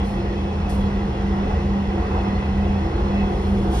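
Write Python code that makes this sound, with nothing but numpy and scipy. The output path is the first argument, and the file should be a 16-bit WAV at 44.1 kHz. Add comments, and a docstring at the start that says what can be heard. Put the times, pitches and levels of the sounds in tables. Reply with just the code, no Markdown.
"""Inside a running metro carriage

The car body rumbles as shaped noise with soft, decaying low jolts; a drive hum throbs over a low drone.
The wheels roar as flickering bands of noise, ring as narrow bands and briefly sing as gliding tones.
A few thin, fluttering hisses and one broader rush are enveloped noise.
Two closely spaced microphones hear nearly the same bass and a more diffuse treble.
"""
import sys
import numpy as np
from scipy import signal
from scipy.fft import rfft, irfft
from scipy.io import wavfile
from scipy.ndimage import uniform_filter1d

SR = 44100
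rng = np.random.default_rng(int(sys.argv[2]) if len(sys.argv) > 2 else 0)


def unload_wav(signal):
    """Save mono or channel-first audio to the path in sys.argv[1] as 16-bit WAV at rate SR, clipped to [-1, 1]."""
    wavfile.write(
        sys.argv[1],
        SR,
        np.round(np.clip(np.atleast_2d(signal).T, -1, 1) * 32767).astype(np.int16),
    )


N = 167580
SIDES = np.array([[1], [-1]])  # left microphone, right microphone

# Course of the rolling noise. Each row: time in seconds, level in dB.
ROLLING_LEVEL = [(0.0, -29.5), (0.1, -32), (0.17, -30), (0.51, -31.5), (0.97, -30.5), (1.5, -29.5),
                 (1.84, -31), (2.14, -28), (2.45, -30), (2.75, -30.5), (2.99, -28.5), (3.6, -30),
                 (3.8, -29)]
ROLLING_REF_DB = -30.5  # the level at which the rolling noise is neither raised nor lowered


def undb(db):
    """Amplitude ratio of a level in dB."""
    return 10 ** (np.asarray(db) / 20)


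def times():
    """Time of every sample in seconds."""
    return np.arange(N) / SR


def freqs():
    """Frequency of every spectrum bin in Hz, kept at 1 Hz or more for the logarithms."""
    return np.maximum(np.arange(N // 2 + 1) * SR / N, 1)


def curve(rows, column=1):
    """One column of a control table, joined by straight lines in time."""
    rows = np.array(rows, float)
    return np.interp(times(), rows[:, 0], rows[:, column])


def over_freq(rows, column=1):
    """One column of a table, joined by straight lines over log frequency."""
    rows = np.array(rows, float)
    return np.interp(np.log(freqs()), np.log(rows[:, 0]), rows[:, column])


def colour(rows):
    """Gain that gives unit noise the listed dB per Hz, falling steeply beyond the table's ends."""
    f = freqs()
    beyond_ends = np.minimum(1, np.minimum(f / rows[0][0], rows[-1][0] / f)) ** 4
    return undb(over_freq(rows)) * np.sqrt(SR / 2) * beyond_ends


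def walk(rate):
    """Slow chance with a spread near 1: random steps, rate per second, smoothed twice."""
    k = int(SR / rate)
    steps = np.repeat(rng.standard_normal(N // k + 1), k)[:N]
    return 1.3 * uniform_filter1d(uniform_filter1d(steps, k), k)


def envelope(start, attack, hold, decay, db):
    """Linear attack, hold, exponential release."""
    t = times() - start
    release = np.exp(-np.maximum(t - attack - hold, 0) / decay)
    return undb(db) * np.clip(t / attack, 0, 1) * release


def rolling_effort_db():
    """Rise and fall of the rolling noise around its reference level."""
    return curve(ROLLING_LEVEL) - ROLLING_REF_DB


def cabin_field():
    """Spectrum of unit noise in the cabin, part shared by the two microphones and part opposed."""
    # Each row: frequency in Hz, likeness of the two microphones from 0 to 1,
    # phase lead of the right one in radians, level of left minus right in dB.
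    microphones = [(50, 1, .02, 0), (120, .997, .06, -.2), (220, .985, .2, -.8), (400, .94, .38, -.8),
                   (550, .68, .8, -1), (800, .52, .9, -1.3), (1050, .2, 2.8, -1.2), (1500, .25, 4.7, -1),
                   (2000, .4, 5.6, -.6), (2600, .5, 4, 0), (3300, .56, 4.1, 0), (4150, .64, 5, -.4),
                   (4700, .4, 5, 0), (5200, .63, 5.7, 0), (6200, .77, 4.4, 0), (7400, .9, 3.14, 0),
                   (8300, .78, 2.3, 0), (9000, .77, 1.3, 0), (10500, .8, 0, 0), (12500, .7, -1.4, 0)]
    shared, opposed = rfft(rng.standard_normal((2, N)))
    likeness = over_freq(microphones, column=1)
    lead = over_freq(microphones, column=2)
    pan_db = over_freq(microphones, column=3)
    pair = shared * np.sqrt((1 + likeness) / 2) + SIDES * opposed * np.sqrt((1 - likeness) / 2)
    return pair * undb(SIDES * pan_db / 2) * np.exp(-.5j * SIDES * lead)


def rumble():
    """The car body shakes as low noise, with now and then a soft, damped jolt from the track."""
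    # Spectrum of the shaking body. Each row: frequency in Hz, density in dB per Hz.
    body_spectrum = [(15, -74), (24, -61), (33, -48.5), (56, -40), (70, -44), (92, -52), (120, -49.5),
                     (160, -53), (215, -53), (265, -65), (400, -74)]
    # Course of the shaking. Each row: time in seconds, level in dB.
    shaking = [(0.0, -30), (0.24, -28), (0.4, -30.5), (0.7, -25), (0.93, -27.5), (1.1, -26), (1.26, -30.5),
               (1.48, -28), (1.85, -26.5), (2.3, -26), (2.7, -26.5), (3.48, -25.5), (3.8, -25.5)]
    # Jolts. Each row: time of the envelope's peak in seconds, level of that peak in dB.
    jolts = [(.30, -30), (.61, -19), (.70, -16), (1.53, -16), (2.18, -21), (2.30, -23), (2.86, -21),
             (2.96, -20), (3.04, -20), (3.24, -18), (3.55, -25)]
    shaking_ref_db, follow = -27.5, 0.77  # neutral level, dB of rumble per dB of shaking
    jolt_hz, rise_s = 54.2, .012
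    out = irfft(cabin_field() * colour(body_spectrum), N)
    out = out * undb(follow * (curve(shaking) - shaking_ref_db))
    for peak_time, db in jolts:
        t = np.maximum(times() - peak_time + rise_s, 0)
        thump = t / rise_s * np.exp(1 - t / rise_s)
        out = out + undb(db) * thump * np.sin(2 * np.pi * jolt_hz * t)
    return out


def roar():
    """Rolling noise: half-octave bands swell together and flicker alone."""
    # Spectrum of the rolling roar. Each row: frequency in Hz, density in dB per Hz.
    roar_spectrum = [(180, -79.5), (270, -61), (340, -55), (400, -57), (480, -58), (630, -65), (740, -59.5),
                     (860, -61.3), (1050, -64.5), (1300, -69.6), (1650, -73.5), (2300, -78), (3000, -79.5),
                     (3900, -85.5), (4700, -87.3), (5400, -87.5), (6200, -90.5), (7400, -96.5), (8500, -99),
                     (10500, -105), (11800, -112.5), (13000, -116)]
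    swell_follow, treble_follow = 1.14, 0.37  # dB of change per dB of effort and flicker
    flicker_db, flicker_rate = 1.2, 16  # spread before that scaling, steps per second
    effort_db = rolling_effort_db()
    field, out = cabin_field() * colour(roar_spectrum), 0
    place = np.clip(2 * np.log2(freqs() / 250), 0, 9)  # half octaves above 250 Hz
    for k in range(10):
        crossfade = np.maximum(1 - abs(place - k), 0)
        band = irfft(field * crossfade, N)
        follow = swell_follow if k < 6 else treble_follow  # treble bands centre on 2 kHz and up
        out = out + band * undb(follow * (effort_db + flicker_db * walk(flicker_rate)))
    return out


def wheels():
    """Rail roughness keeps wheel and rail modes ringing; rubbing lifts those near one pitch."""
    # Ringing modes. Each row: frequency in Hz, width in Hz (the gain halves two widths away),
    # rms level in dB before the trim.
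    modes = [(340, 11, -44), (449, 6, -46.5), (540, 6, -51.5), (726, 7, -47.2), (850, 7, -52),
             (1062, 6, -54), (1920, 32, -50.5), (2030, 40, -53.5), (2519, 6, -62.5), (2583, 9, -53.8),
             (2605, 30, -57), (2851, 30, -57), (3101, 8, -63.5), (3271, 7, -62.5), (3329, 7, -60),
             (3374, 8, -66), (3430, 80, -57), (4134, 8, -67), (4200, 22, -60.5), (5190, 35, -64.5)]
    # Moments when the wheels rub harder. Each row: start, attack, hold and decay in seconds,
    # lift in dB for a mode right at the rubbing pitch.
    rubs = [(1.16, .05, 0.22, .1, 1), (2.06, 0.1, 0.22, 0.1, 3.2), (3.07, .09, 0.047, 0.039, 5.5)]
    rubbing_hz, rubbing_octaves = 2400, 0.63  # centre and reach of the lift
    trim_db, waver_db, waver_rate = -0.4, 2.5, 26  # waver: spread in dB, steps per second
    drift, drift_rate = 0.000497, 7  # share by which each pitch wanders, steps per second
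    field, out, t = cabin_field(), 0, times()
    effort_db = rolling_effort_db()
    lift_db = sum(lift * envelope(start, attack, hold, decay, 0)
                  for start, attack, hold, decay, lift in rubs)
    for hz, width, db in modes:
        shape = 1 / (1 + ((freqs() - hz) / (2 * width)) ** 2)
        steady = irfft(field * shape / np.sqrt(np.mean(shape ** 2)), N)
        # reading the ring at a slightly uneven pace makes its pitch drift
        drifting = t + np.cumsum(drift * walk(drift_rate)) / SR
        ring = np.array([np.interp(drifting, t, side) for side in steady])
        # modes near the rubbing pitch follow the rubs, the others the rolling
        share = np.exp(-(np.log2(hz / rubbing_hz) / rubbing_octaves) ** 2)
        driven_db = share * lift_db + (1 - share) * effort_db
        out = out + ring * undb(db + trim_db + driven_db + waver_db * walk(waver_rate))
    return out


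def singing():
    """Now and then one wheel or rail resonance swells into a short, wavering tone and fades."""
    # Each row: start in seconds, length in seconds, pitch at the middle in Hz,
    # glide from start to end in Hz, rms level at the crest in dB before the trim.
    sings = [(.08, .5, 342, -4, -37), (.33, .12, 3332, 0, -56.5), (.79, .11, 3328, 0, -55.5),
             (0.949, .45, 341, 0.5, -39), (1.28, 0.34, 731, -0.5, -42.5), (1.45, 0.34, 454, 24.5, -41.5),
             (1.55, 0.18, 345.8, 0, -37.5), (1.876, 0.21, 334, -2, -34.5), (1.9, .2, 727, -1, -40),
             (2.09, .13, 745, 1, -37.5), (2.1, 0.26, 448, -0.5, -39.5), (2.218, .16, 726, -3, -40),
             (2.256, 0.081, 3325, 0, -51), (2.45, 0.23, 761, 0, -43), (2.73, .11, 2597, -1, -54),
             (2.76, .22, 327.1, 0, -35), (2.96, .16, 348, -1, -37), (3.06, .13, 1998, -2, -50.5),
             (3.12, .18, 2606, -1, -50), (3.161, 0.33, 396.5, -46.5, -38.5), (3.2, 0.19, 733, -20.5, -37.5),
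             (3.22, 0.19, 349, 0, -35), (3.576, 0.21, 332.4, -15, -34.5), (3.66, .14, 726, -3, -39)]
    trim_db, waver_spread_db, wander_spread_hz = 2.5, 1.5, 2.88
    waver_rate = 30  # steps per second, for level and pitch
    diffuse_hz = 1000  # from here up the microphones hear a tone a quarter cycle apart
    t, out = times(), np.zeros((2, N))
    wander_hz = wander_spread_hz * walk(waver_rate)
    waver_db = waver_spread_db * walk(waver_rate)
    for start, length, hz, glide_hz, db in sings:
        on = (t > start) & (t < start + length)
        along = (t[on] - start) / length
        pitch = hz + glide_hz * (along - .5) + wander_hz[on]
        phase = 2 * np.pi * (rng.random() + np.cumsum(pitch) / SR)
        lag = np.pi / 2 * min(hz / diffuse_hz, 1)
        swell = np.sin(np.pi * along) * undb(db + trim_db + waver_db[on])
        out[:, on] += np.sqrt(2) * swell * np.sin(phase - SIDES * lag / 2)
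    return out


def hum():
    """A clean, throbbing sine of the drive over a lower, wandering sine drone of the car body."""
    # Drive hum. Each row: time in seconds, level in dB before throb depth and trim, pitch in Hz.
    drive = [(0.0, -27, 199.3), (0.04, -26, 198.6), (0.69, -28.5, 198.4), (0.79, -21.5, 199.1),
             (1.14, -30, 200), (1.24, -23, 198.5), (1.42, -22.5, 197.6), (1.51, -30.5, 198.5),
             (1.59, -28.5, 198.6), (1.75, -20.5, 198.6), (1.95, -27.5, 198.3), (2.15, -31, 198.6),
             (2.29, -23, 198.4), (2.44, -27.5, 198.2), (2.59, -22.5, 199.3), (2.77, -23, 198.2),
             (2.94, -39.5, 197.5), (3.1, -24.5, 198.6), (3.19, -20.5, 199.1), (3.43, -29, 196.9),
             (3.51, -20.5, 199.3), (3.7, -24.5, 197.1), (3.76, -30, 195), (3.8, -33, 191)]
    # Drone of the car body. Each row: time in seconds, rms level in dB before the trim.
    drone_level = [(0.0, -24), (0.05, -25), (0.17, -40.5), (0.51, -27), (1.24, -30.5), (1.29, -23),
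                   (1.46, -41), (1.54, -19.5), (1.82, -37), (1.98, -27), (3.26, -25.5), (3.38, -40),
                   (3.44, -23), (3.8, -32)]
    mean_db, throb_depth = -27, 1.07  # the throb is deepened around this level
    trim_db, waver_db = -0.5, 0.5
    left_lag_rad, left_pan_db = 0.28, -.9  # left microphone against right
    drone_hz, drone_trim_db, drone_wander = 80.16, -1, 0.0079  # wander as a share of the pitch
    phase = 2 * np.pi * np.cumsum(curve(drive, column=2)) / SR
    throb_db = mean_db + throb_depth * (curve(drive) - mean_db)
    level_db = throb_db + trim_db + waver_db * walk(18)
    tone = np.sin(phase - SIDES * left_lag_rad / 2) * undb(level_db + SIDES * left_pan_db / 2)
    drone_phase = 2 * np.pi * np.cumsum(drone_hz * (1 + drone_wander * walk(8.03))) / SR
    drone = np.sin(drone_phase) * undb(curve(drone_level) + drone_trim_db)
    return np.sqrt(2) * (tone + drone)


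def hisses():
    """Thin, fluttering hisses and one broader rush of noise, like air being let off."""
    # Short hisses. Each row: start, attack, hold and decay in seconds, gain in dB.
    bursts = [(0.024, 0.036, .03, 0.072, -7), (0.688, 0.011, 0.011, 0.068, 1),
              (3.12, 0.38, 0.11, 0.19, -11), (3.697, 0.05, 0.079, .06, 1)]
    # Spectrum of the hisses. Each row: frequency in Hz, density in dB per Hz before the gain.
    hiss_spectrum = [(2500, -105), (4500, -84.5), (6500, -85.5), (9000, -86), (11000, -88.5), (12300, -94),
                     (15000, -110)]
    # The broad rush, a single row: start, attack, hold and decay in seconds, gain in dB.
    rush = (3.715, .04, .1, .06, -4)
    # Spectrum of the rush. Each row: frequency in Hz, density in dB per Hz before the gain.
    rush_spectrum = [(1200, -95), (3000, -69), (5500, -82.5), (7000, -77), (10000, -98)]
    flutter_db, flutter_rate = 1, 76  # spread in dB, steps per second
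    flutter = undb(flutter_db * walk(flutter_rate))
    thin = irfft(cabin_field() * colour(hiss_spectrum), N)
    thin = thin * sum(envelope(*row) for row in bursts) * flutter
    broad = irfft(cabin_field() * colour(rush_spectrum), N) * envelope(*rush)
    return thin + broad


def scene():
    """All sources together, as they reach the two microphones."""
    return rumble() + roar() + wheels() + singing() + hum() + hisses()


def record(dry):
    """The recorder cuts the top with a steep elliptic low-pass."""
    top_hz = 12700
    low_pass = signal.ellip(8, .2, 70, top_hz, fs=SR, output="sos")  # .2 dB ripple, 70 dB stop
    return signal.sosfilt(low_pass, dry)


dry = scene()
out = record(dry)
unload_wav(out)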